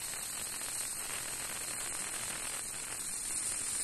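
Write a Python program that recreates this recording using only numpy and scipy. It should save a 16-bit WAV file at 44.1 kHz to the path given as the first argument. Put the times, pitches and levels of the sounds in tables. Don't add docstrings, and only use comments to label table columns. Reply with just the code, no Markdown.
import sys
import numpy as np
from scipy import signal
from scipy.fft import rfft, irfft, dct, next_fast_len
from scipy.io import wavfile
from scipy.ndimage import uniform_filter1d, map_coordinates

SR = 44100
rng = np.random.default_rng(int(sys.argv[2]) if len(sys.argv) > 2 else 0)


def transcribe(signal):
    frames = np.atleast_2d(signal).T
    limited = np.clip(frames, -1, 1)
    pcm = np.round(limited * 32767).astype(np.int16)
    wavfile.write(sys.argv[1], SR, pcm)


def volts(x):
    e = np.asarray(x, float) / 20
    return 10 ** e


N = 168903
WOBBLE_HZ = 42


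def unit(x):
    return x / np.sqrt(np.mean(x ** 2) + 1e-20)


def curves(rows, t):
    s, *cols = np.transpose(rows)
    return [np.interp(t, s, c) for c in cols]


def along(points, hz):
    f, v = np.transpose(points)
    level_db = np.interp(np.log(hz + 1), np.log(f + 1), v)
    return volts(level_db - 10 * np.maximum(hz / f[-1] - 1, 0))


def drift(rate):
    knots = rng.standard_normal(int(N * rate / SR) + 4)
    return map_coordinates(knots, [np.arange(N) * rate / SR])


def filtered(x, response):
    m = next_fast_len(N + 8192)
    return irfft(rfft(x, m) * response(np.fft.rfftfreq(m, 1 / SR)), m)[:N]


def patchy(patch_db):
    z = signal.stft(rng.standard_normal(N + 512), nperseg=512)[2]
    field = uniform_filter1d(rng.standard_normal(z.shape), size=6, axis=0)
    field = uniform_filter1d(field, size=4, axis=1)
    return signal.istft(z * volts(patch_db * unit(field)), nperseg=512)[1][:N]


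def peak(f, hz, width):
    return 1 / (1 + ((f - hz) / width) ** 2) ** 2


def gas():
    # time in seconds, gas level in dB, travel along the seam from 0 to 1.
    gas_path = [(0, -42.5, 0.07), (.7, -42, 0.29), (.82, -39.5, 0.3), (.95, -43, 0.2), (1.1, -42.5, 0.2),
                (1.55, -42.5, 0.28), (1.9, -40.5, 0.67), (2.3, -42.5, 0.53), (2.6, -41, 0.53),
                (2.88, -44, .6), (3.03, -41.5, 0.5), (3.17, -39, 0.96), (3.25, -41, 0.7), (3.4, -38, 0.99),
                (3.55, -38.5, 0.9), (3.64, -40, 1), (3.72, -37.5, 1), (3.83, -37.5, 1)]
    # centre in Hz, width in Hz, level at the seam's start in dB,
    # level at its end in dB.
    resonances = [(3513, 300, -16.5, -16), (4200, 344, -6.5, -10.5), (5047, 360, -12.5, -12),
                  (5690, 270, -14, -12), (6355, 200, -11, -13.5), (6874, 180, -8.5, -8),
                  (7456, 140, -7, -3), (7974, 230, -2.5, -2), (8204, 133, 2.5, -14), (8973, 397, -2.5, 4),
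                  (10230, 590, -12.5, -10), (11250, 600, -11.5, -15.5), (11760, 280, -7, -16.5)]
    t = np.arange(N) / SR
    level_db, travel = curves(gas_path, t)
    travel = np.clip(travel, 0, 1)
    jet = patchy(1.11)

    def ring(column):
        def response(f):
            power = volts(2 * -26) * (f > 3000)
            for row in resonances:
                power = power + volts(2 * row[column]) * peak(f, row[0], row[1])
            return np.sqrt(power)
        return unit(filtered(jet, response))

    seam_start, seam_end = ring(2), ring(3)
    swing_db = 0.92 * np.cos(2 * np.pi * WOBBLE_HZ * t + 1.05)
    flutter_db = 0.91 * drift(70)
    hiss = (1 - travel) * seam_start + travel * seam_end
    return volts(level_db + 2.0 + swing_db + flutter_db) * hiss


def pops(s, size, width_s):
    # frequency in Hz, gain in dB.
    pop_colour = [(60, -7), (300, -3), (1000, 1), (2200, 6.5), (2900, 10), (3600, 6.5), (5000, -41),
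                  (9000, -19)]
    skew = .35
    k = np.arange(-24, 25)
    bells = size[:, None] * np.exp(-.5 * (k / (SR * width_s[:, None])) ** 2)
    at = np.clip(np.round(s * SR).astype(int)[:, None] + k, 0, N - 1)
    pressure = np.bincount(at.ravel(), bells.ravel(), N)
    return filtered(pressure, lambda f: along(pop_colour, f) * np.exp(1j * skew))


def spit():
    # time in seconds, spitting level in dB.
    spitting = [(0, -51), (.15, -49.5), (.3, -52.5), (.6, -50), (.75, -52), (.83, -50.5), (.95, -55),
                (1.12, -47.5), (1.6, -50), (1.78, -50.5), (2.2, -48.5), (2.58, -49.5), (2.64, -55.5),
                (2.76, -51), (2.94, -49), (3.0, -53.5), (3.3, -54), (3.83, -52)]
    pops_max = 6000
    when, keep, way, big = rng.random((pops_max, 4)).T
    s = when * N / SR
    mean_db = np.mean(curves(spitting, np.arange(N) / SR))
    more = volts(curves(spitting, s)[0] - mean_db)
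    clump = volts(3 * drift(30))[(when * N).astype(int)]
    swing = 1 + 0.53 * np.cos(2 * np.pi * WOBBLE_HZ * s + 0.68)
    share = .22 * more * clump * swing
    sounding = np.clip(20 * (share - keep), 0, 1)
    size_db = np.minimum(-5 * np.log(big + 1e-9), 6)
    direction = np.where(way < .6, -1, 1)
    size = sounding * np.sqrt(more) * volts(size_db) * direction
    width_s = .000075 * np.exp(0.37 * rng.standard_normal(pops_max))
    return volts(mean_db + 0.5) * unit(pops(s, size, width_s))


def bursts():
    # time in seconds, peak in dB, direction of the pressure (1 or -1).
    spatters = [(0.0837, -31.5, 1), (0.1393, -32.1, 1), (0.1631, -33.5, 1), (0.3965, -32.5, 1),
                (0.4145, -29, -1), (0.5235, -33.5, 1), (0.5426, -30.5, -1), (0.615, -28, 1),
                (0.6625, -29.5, 1), (0.6853, -30.5, -1), (0.8341, -30.5, -1), (1.0966, -30, -1),
                (1.1062, -30.5, 1), (1.1091, -32, 1), (1.1235, -33, 1), (1.1422, -32, -1),
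                (1.1692, -33.5, 1), (1.1862, -35, 1), (1.258, -28.5, -1), (1.2828, -31, 1),
                (1.3365, -32.5, 1), (1.4448, -34.5, -1), (1.4747, -34, -1), (1.4953, -31, -1),
                (1.5147, -29, -1), (1.5213, -34.5, -1), (1.5273, -31, -1), (1.576, -31.1, -1),
                (1.6887, -34, 1), (1.7116, -34, 1), (1.7365, -30, 1), (1.8614, -29, -1),
                (1.864, -30.5, -1), (1.925, -29.5, -1), (1.9511, -31.5, -1), (2.0075, -33.5, -1),
                (2.0435, -28.5, -1), (2.069, -30.5, 1), (2.0732, -31.5, -1), (2.0887, -34.5, 1),
                (2.1401, -31, 1), (2.1629, -31, 1), (2.165, -29.9, -1), (2.1933, -32, 1),
                (2.229, -35.5, -1), (2.2807, -31.5, -1), (2.3071, -34.5, -1), (2.3336, -30, -1),
                (2.356, -31.5, -1), (2.3585, -30, 1), (2.4221, -30.5, -1), (2.471, -28, -1),
                (2.4764, -31.8, -1), (2.4988, -30.5, -1), (2.5941, -27.5, -1), (2.7433, -31.5, -1),
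                (2.7529, -33, -1), (2.9263, -27.8, -1), (3.5217, -31, -1), (3.7539, -32, 1)]
    # time in seconds, peak in dB, direction of the pressure (1 or
    more_spatters = [(0.1362, -28.5, -1), (0.2584, -35.5, 1), (0.3321, -32.5, -1), (0.378, -32, 1),
                     (0.4717, -35, -1), (0.562, -32.5, -1), (0.807, -35.5, -1), (0.8118, -30, -1),
                     (0.8533, -32, -1), (1.0085, -32, -1), (1.0265, -33.5, 1), (1.0563, -32, -1),
                     (1.135, -30, -1), (1.1446, -41, -1), (1.151, -37, -1), (1.1913, -34, -1),
                     (1.2093, -33.7, 1), (1.2244, -36, -1), (1.2795, -34.0, 1), (1.2854, -32.5, -1),
                     (1.414, -37, 1), (1.4247, -32.5, -1), (1.4486, -32.5, 1), (1.4531, -32, -1),
                     (1.4993, -31.5, -1), (1.5562, -32, -1), (1.5646, -32.5, 1), (1.5723, -31, -1),
                     (1.6102, -33.5, -1), (1.6131, -33, 1), (1.6825, -32, -1), (1.709, -31.5, -1),
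                     (1.7339, -33, -1), (1.8126, -31.5, 1), (1.817, -33.9, -1), (1.8565, -36.5, 1),
                     (1.8754, -30, -1), (1.992, -33.8, -1), (2.0224, -32, 1), (2.3293, -31.5, 1),
                     (2.339, -37, 1), (2.353, -35, 1), (2.364, -33, 1), (2.378, -33.3, -1),
                     (2.3798, -33.5, -1), (2.3991, -32.5, -1), (2.439, -32.5, -1), (2.4451, -36, 1),
                     (2.4547, -29, -1), (2.5373, -31.5, 1), (2.5652, -33.5, -1), (2.5716, -37, 1),
                     (2.84, -34, -1), (2.883, -34, 1), (2.9096, -36, -1), (2.95, -33.3, -1),
                     (2.9593, -36.5, -1), (3.309, -32.5, 1), (3.546, -31.5, -1), (3.6172, -33, -1)]
    total = np.zeros(N)
    for rows, trim_db in ((spatters, -0.5), (more_spatters, 0)):
        s, db, way = np.transpose(rows)
        half_width_s = np.full(len(s), .00009)
        total = total + pops(s, volts(db + trim_db) * np.sign(way), half_width_s)
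    return total


def melt():
    return spit() + bursts()


def shop():
    # frequency in Hz, level in dB per Hz.
    rumble_colour = [(3, 12), (15, 6.5), (30, -6.5), (120, -4), (300, -5), (600, -12), (2500, -6.5),
                     (3300, -17.5)]
    # centre in Hz, width in Hz, level in dB.
    machine_hums = [
        (41.8, 10, -70),
        (116.6, 8, -68.5),
        (297.7, 3.9, -79.5),
    ]
    # time in seconds, swell in dB.
    swell = [
        (0, -0.5),
        (1.2, 1.5),
        (2.2, 2),
        (3.15, -.5),
        (3.35, 3),
        (3.83, 2),
    ]
    floor = volts(-52.5) * unit(filtered(patchy(1.5), lambda f: along(rumble_colour, f)))
    for hz, width, db in machine_hums:
        hum = filtered(rng.standard_normal(N), lambda f: peak(f, hz, width))
        floor = floor + volts(db) * unit(hum)
    return floor * volts(curves(swell, np.arange(N) / SR)[0])


def glitches():
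    # time in seconds, level in dB.
    ticks = [
        (1.0495, -28),
        (2.0495, -37),
    ]
    s, db = np.transpose(ticks)
    return np.bincount(np.round(s * SR).astype(int), volts(db), N)


def phone(x):
    # frequency in Hz, step in dB.
    step_colour = [(300, -14), (1500, -8), (2500, -1), (3450, 7.5), (4300, 4.5), (5000, 5.5), (6300, 3.5),
                   (8500, 5.5)]
    # start in seconds, length in seconds, coarser steps in dB
    starved = [(.171, 0.052, 5.5), (.277, 0.0062, 1.5), (.299, .086, 3), (.448, 0.0025, 3),
               (.576, 0.016, 3.5), (.64, 0, 2.5), (.704, 0.0063, 2), (.768, 0.026, 4), (.896, .064, 1.5),
               (1.323, .086, 1.5), (.981, .043, 3.5), (1.451, 0, 2), (1.643, 0.006, 3.5),
               (1.749, 0.034, 5.5), (1.835, 0, 5), (1.899, 0.03, 5), (2.005, 0.059, 3), (2.069, 0, 4.5),
               (2.112, 0, 4), (2.411, 0.026, 3.5), (2.624, 0.12, 2), (2.795, 0.021, 1), (2.901, 0, 3.5),
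               (2.987, 0.003, 5.5), (3.029, .022, -3), (3.264, .022, -2.5), (3.499, .022, -2),
               (3.584, .043, -3), (3.712, .064, -1.5), (3.072, .086, 4), (3.221, .022, 1),
               (3.307, 0.035, 4), (3.371, 0.091, 2), (3.541, 0.032, 4), (3.648, 0.049, 1.5),
               (3.797, .022, 3)]
    n, h, shift = 1024, 512, 14
    up, down = 160, 147
    rate = SR * up / down
    x = signal.resample_poly(x, up, down)

    win = signal.windows.kaiser_bessel_derived(2 * n, 4 * np.pi)
    rows = np.pad(x, (2 * n - shift, 3 * n - (len(x) - shift) % n)).reshape(-1, n)
    a, b, c, d = np.split(np.hstack([rows[:-1], rows[1:]]) * win, 4, axis=1)
    z = dct(np.hstack([-c[:, ::-1] - d, a - b[:, ::-1]]), type=4, norm="ortho")
    hz = (np.arange(n) + .5) * rate / (2 * n)

    start, length, coarser_db = np.transpose(starved)
    late = ((np.arange(len(z)) - 1) * n + shift)[:, None] / rate - start
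    starved_db = ((late > -h / rate) & (late < length + h / rate)) @ coarser_db
    band_db = 1.5 * np.repeat(rng.standard_normal((len(z), n // 16)), 16, axis=1)
    frame_db = .7 * rng.standard_normal((len(z), 1))
    jitter_db = frame_db + band_db + starved_db[:, None] - 1

    loud = np.sqrt(np.mean(z ** 2, axis=1, keepdims=True) + 1e-20)
    pop_range = (hz > 500) & (hz < 2600)
    popping = np.sqrt(np.mean(z[:, pop_range] ** 2, axis=1, keepdims=True) + 1e-20) / loud
    step = loud.mean() * (loud / loud.mean()) ** .2 * popping ** -.25
    step = step * along(step_colour, hz) * volts(jitter_db)
    rounded = np.sign(z) * np.floor(abs(z) / step + .4) * step * (hz < 12030)

    u = dct(rounded, type=4, norm="ortho")
    p, q = u[:, :h], u[:, h:]
    y = np.hstack([q, -q[:, ::-1], -p[:, ::-1], -p]) * win
    joined = (y[1:, :n] + y[:-1, n:]).ravel()[n - shift:]
    return signal.resample_poly(joined, down, up)[:N]


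def scene():
    return (gas() + melt() + shop())[None]


def low_pass(x):
    return signal.sosfilt(signal.butter(12, 16000, fs=SR, output="sos"), x)


def record(dry):
    mix = (phone(dry[0]) + glitches())[None]
    return low_pass(mix)


dry = scene()
out = record(dry)
transcribe(out)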